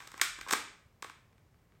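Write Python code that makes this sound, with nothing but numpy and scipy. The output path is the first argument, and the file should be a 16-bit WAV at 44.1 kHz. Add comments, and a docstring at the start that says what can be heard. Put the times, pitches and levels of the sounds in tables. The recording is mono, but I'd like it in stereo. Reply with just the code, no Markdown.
"""Small plastic clicks and a scrape: a toy pistol is cocked close to the microphone in a quiet living room.
The slide draws back and latches with a clack, then runs forward and slams home; a lighter double click
and faint handling ticks follow. Every contact is a few milliseconds of chatter that rings the hollow
shell, and the room answers."""
import sys
import numpy as np
from scipy import signal
from scipy.fft import rfft, irfft
from scipy.io import wavfile

SR = 44100
rng = np.random.default_rng(int(sys.argv[2]) if len(sys.argv) > 2 else 0)


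def materialize(psi):
    """Save the field psi as 16-bit PCM at rate SR to the path in sys.argv[1].

    A 1-D psi becomes a single channel; in a 2-D psi each row is a channel.
    """
    bounded = np.clip(np.atleast_2d(psi).T, -1, 1)
    quanta = np.round(bounded * 32767).astype(np.int16)
    wavfile.write(sys.argv[1], SR, quanta)


N = 79380
T = np.arange(N) / SR
PORTS_ALIKE_BELOW_HZ, CUTOFF_HZ = 540, 16000  # the stereo microphone


def from_db(db):
    """Decibels to gain."""
    return 10 ** (np.asarray(db) / 20)


def rms_one(x):
    """Scale to unit rms."""
    return x / np.sqrt(np.mean(x ** 2) + 1e-20)


def at_hz(hz, points_hz, values):
    """Read a table on a log-frequency axis."""
    return np.interp(np.log(np.maximum(hz, 1)), np.log(points_hz), values)


def resonate(x, hz, width_hz):
    """A damped resonance with gain 1 at its peak."""
    radius = np.exp(-np.pi * width_hz / SR)
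    feedback = [1, -2 * radius * np.cos(2 * np.pi * hz / SR), radius ** 2]
    return signal.lfilter(np.array([1, 0, -1]) * (1 - radius ** 2) / 2, feedback, x + 1e-18)


def diffuse_spectra(alike_below_hz):
    """White noise spectra at the microphone's two ports, alike in the bass, unrelated in the treble."""
    hz = np.arange(N // 2 + 1) * SR / N
    mid, side = rfft(rng.standard_normal((2, N)))
    alike = 1 / (1 + (hz / alike_below_hz) ** 2)
    return hz, (np.sqrt(1 + alike) * mid + np.sqrt(1 - alike) * side * [[1], [-1]]) / np.sqrt(2)


def chatter(length_s, attack_s=0.00013, release_s=0.0005):
    """Parts chatter as they meet: two unrelated bursts of force, each of unit energy."""
    t = np.arange(2048) / SR
    envelope = (1 - np.exp(-t / attack_s)) * np.exp(-np.maximum(t - length_s, 0) / release_s)
    force = rng.standard_normal((2, len(t))) * envelope
    for _ in range(3):  # even out the spectrum
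        force = irfft(np.exp(1j * np.angle(rfft(force)))) * envelope
    return force / np.sqrt(np.sum(force ** 2, axis=1, keepdims=True))


def shell(force, thud_db, hollow_db, bright_db, treble_likeness=0.43):
    """The hollow shell rings in the contact's colour; higher modes reach the two ports less alike."""
    # damped resonances of the plastic: (f/Hz, width/Hz, relative level/dB)
    modes = [(295, 140, -10.5), (494, 170, -8.5), (834.3, 226, -4.5), (1083, 121, 3), (1275, 150, 0.5),
             (1593, 180, 1.5), (1920, 290, -1.5), (2280, 330, -1), (3480, 900, -7.5), (5320, 1100, -10),
             (6610, 1000, -10.5), (8228, 834, -9), (11500, 2000, -20), (14100, 3400, -24)]
    colour_hz = [390, 1105, 1300, 2270, 6400]
    colour_db = [thud_db, hollow_db, 0, 0, bright_db]
    ring = 0
    for k, (hz, width_hz, db) in enumerate(modes):
        gain = from_db(db + at_hz(hz, colour_hz, colour_db))
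        alike = treble_likeness + (1 - treble_likeness) / (1 + (hz / PORTS_ALIKE_BELOW_HZ) ** 2)
        ports = np.array([force[0], alike * force[0] + np.sqrt(1 - alike ** 2) * force[1]])
        ring = ring + (-1) ** k * gain * resonate(ports, hz, width_hz)
    return ring


def clacks():
    """Each contact of the parts drives the shell with one short burst of chatter."""
    # contacts: (t/s, force level/dB, chatter/ms, thud/dB, hollow ring/dB, brightness/dB, left-right/dB)
    contacts = [ (.002, -6.5, 3.6, -8, -1, -8, 3), (0.0203, -14, 2.4, -7, -18, -5.5, -0.5),
                (.072, -6.5, 5, 2, -10, 2.5, -2), (0.1162, -12.5, 2.9, 4, -3, 5, 0.5),
                (.139, -7.5, 4, 9, 4, -8, 1), (.177, -13, 2.4, -9, -1, 4.5, -8.5),
                (.196, 0.5, 2.65, -20, -2, -17, -0.5), (0.213, 19.5, 3.66, -14.5, -7, 1, 4.5),
                (0.2173, -2, 4.5, 5.5, -10.5, 16, -1), (.385, -8.5, 6.5, 7, 3.5, -4, -6.5),
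                (0.4105, 2, 3.27, -5.5, -14.5, -4.5, 3.5), (0.463, -15, 2.5, 10.5, 12.5, -16, 1.5),
                (.474, -10.5, 2.5, 6.5, 6.5, -4.5, 2.5), (0.4837, -1, 5.7, -4.5, 2, 0.5, 0.5),
                (.491, -1.5, 6.3, -7.5, -2, -4, 13), (.508, 8.5, 4.14, -8, -0.5, 3, 8),
                (0.5208, 3, 6.1, 0.5, -12, 7, 3.5), (.525, 5.5, 5.3, 11, -1, 9, -10),
                (.5323, 15.5, 4.5, 2.5, 0, -0.5, 6), (1.023, -0.5, 4.16, -0.5, 0.5, -0.5, 5.5),
                (1.0431, -4, 3.6, 5.5, 1.5, -4.5, 3), (1.096, -7.5, 3.5, -13, 0.5, -8, 6.5),
                (1.18, -26.5, 3.9, -5, 1.5, -17, 1), (1.325, -30.5, 5.8, 5.5, 0, -6.5, 5),
                (1.379, -28.5, 2.8, 3.5, -4, -7.5, 8.5), (1.542, -30.5, 3.1, 7.5, -1.5, -12.5, 3),
                (1.72, -28, 2.5, -3.5, -5.5, -12.5, 5), (1.749, -31, 3.6, -4.5, -5, -13, 4.5)]
    out = np.zeros((2, N + SR))
    for start_s, db, length_ms, thud_db, hollow_db, bright_db, pan_db in contacts:
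        ring = shell(chatter(length_ms / 1000), thud_db, hollow_db, bright_db)
        start = int(start_s * SR)
        out[:, start:start + ring.shape[1]] += ring * from_db([[db + pan_db / 2], [db - pan_db / 2]])
    return out[:, :N]


def slide_rub(slips_per_s=1500, spread_db=4.5):
    """The slide scrapes on its rails: tiny slips of plastic on plastic drive the same shell."""
    # friction on the rails: (t/s, force level/dB)
    friction = [(0, -37), (.1, -47), (.19, -40), (.25, -55), (.4, -46.5), (.46, -50.5), (.52, -22),
                (.56, -73.5), (1.8, -79.5)]
    slips = (rng.random((2, N)) < slips_per_s / SR) * rng.choice([-1, 1], (2, N))
    sizes = from_db(-spread_db * np.minimum(rng.exponential(1, (2, N)), 4))
    force = rms_one(slips * sizes) * from_db(np.interp(T, *np.transpose(friction)))
    return shell(force, thud_db=-0.5, hollow_db=0, bright_db=-1.5)


def living_room(pistol, delay_s=0.0016, build_s=0.0034, tail_db=-2, echo_cut_hz=2400):
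    """The room answers with a few dull echoes and a diffuse tail that dies band by band."""
    # reverberation: (f/Hz, t60/s, relative level/dB)
    reverberation = [(150, .4, -5), (352, 0.52, -6), (710, 0.49, -9), (1510, 0.52, -5.5), (3467, .46, -2.5),
                     (8000, 0.44, -4.5), (9880, .37, -2.5), (15000, 0.18, -3.5)]
    # echoes off floor and walls: (delay t/s, level/dB)
    echoes = [(0.0112, -21), (.018, -16), (0.026, -17)]
    points_hz, t60s, levels_db = np.transpose(reverberation)
    hz, noise = diffuse_spectra(PORTS_ALIKE_BELOW_HZ)
    centres = np.geomspace(100, CUTOFF_HZ, 20)
    build = 1 - np.exp(-np.maximum(T - delay_s, 0) / build_s)
    response = 0
    for centre, share in zip(centres, np.eye(len(centres))):
        decay = build * np.exp(-np.log(1000) * T / at_hz(centre, points_hz, t60s))
        band = irfft(noise * at_hz(hz, centres, share), N)
        gain = from_db(at_hz(centre, points_hz, levels_db))
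        response = response + gain * band * decay / np.linalg.norm(decay)
    wet = signal.fftconvolve(pistol[:1], response, axes=1)[:, :N] * from_db(tail_db)
    dull = signal.sosfilt(signal.butter(1, echo_cut_hz, fs=SR, output="sos"), pistol)
    for echo_s, db in echoes:
        wet += from_db(db) * np.pad(dull, ((0, 0), (int(echo_s * SR), 0)))[:, :N]
    return wet


def room_tone(air_db=-65.5, rumble_hz=41.8, rumble_width_hz=12):
    """Steady air noise all round, and a faint deep rumble that swells while the slide is worked."""
    # spectrum of the room's air: (f/Hz, relative level/dB)
    air_spectrum = [(15, -40), (25, -15), (53, -4), (84, -2.5), (149, -3.5), (277, -15.5), (394, -14),
                    (796, -18.5), (1070, -19.5), (1400, -22.5), (2110, -23), (3340, -30), (16000, -36.5)]
    # swell of the rumble: (t/s, level/dB)
    swell = [(0, -71), (.15, -83), (.24, -68.5), (.45, -67), (.54, -92.5), (1.8, -84.5)]
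    hz, noise = diffuse_spectra(alike_below_hz=400)
    air = irfft(noise * from_db(at_hz(hz, *np.transpose(air_spectrum))), N)
    rumble = rng.standard_normal(N)
    for _ in range(2):
        rumble = resonate(rumble, rumble_hz, rumble_width_hz)
    rumble_db = np.interp(T, *np.transpose(swell))
    return from_db(air_db) * rms_one(air) + from_db(rumble_db) * rms_one(rumble)


def scene(left_lead_s=0.00018):
    """The pistol close up, a little left of the microphone, with the living room around it."""
    left, right = clacks() + slide_rub()
    late_right = np.pad(right, (int(left_lead_s * SR), 0))[:N]
    pistol = np.array([left, late_right])
    return pistol + living_room(pistol) + room_tone()


def record(dry):
    """The microphone dips just under 10 kHz and cuts the very top."""
    dip = 0.41 * resonate(dry, hz=9800, width_hz=1500)
    return signal.sosfilt(signal.ellip(10, .1, 70, CUTOFF_HZ, fs=SR, output="sos"), dry - dip)


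dry = scene()
out = record(dry)
materialize(out)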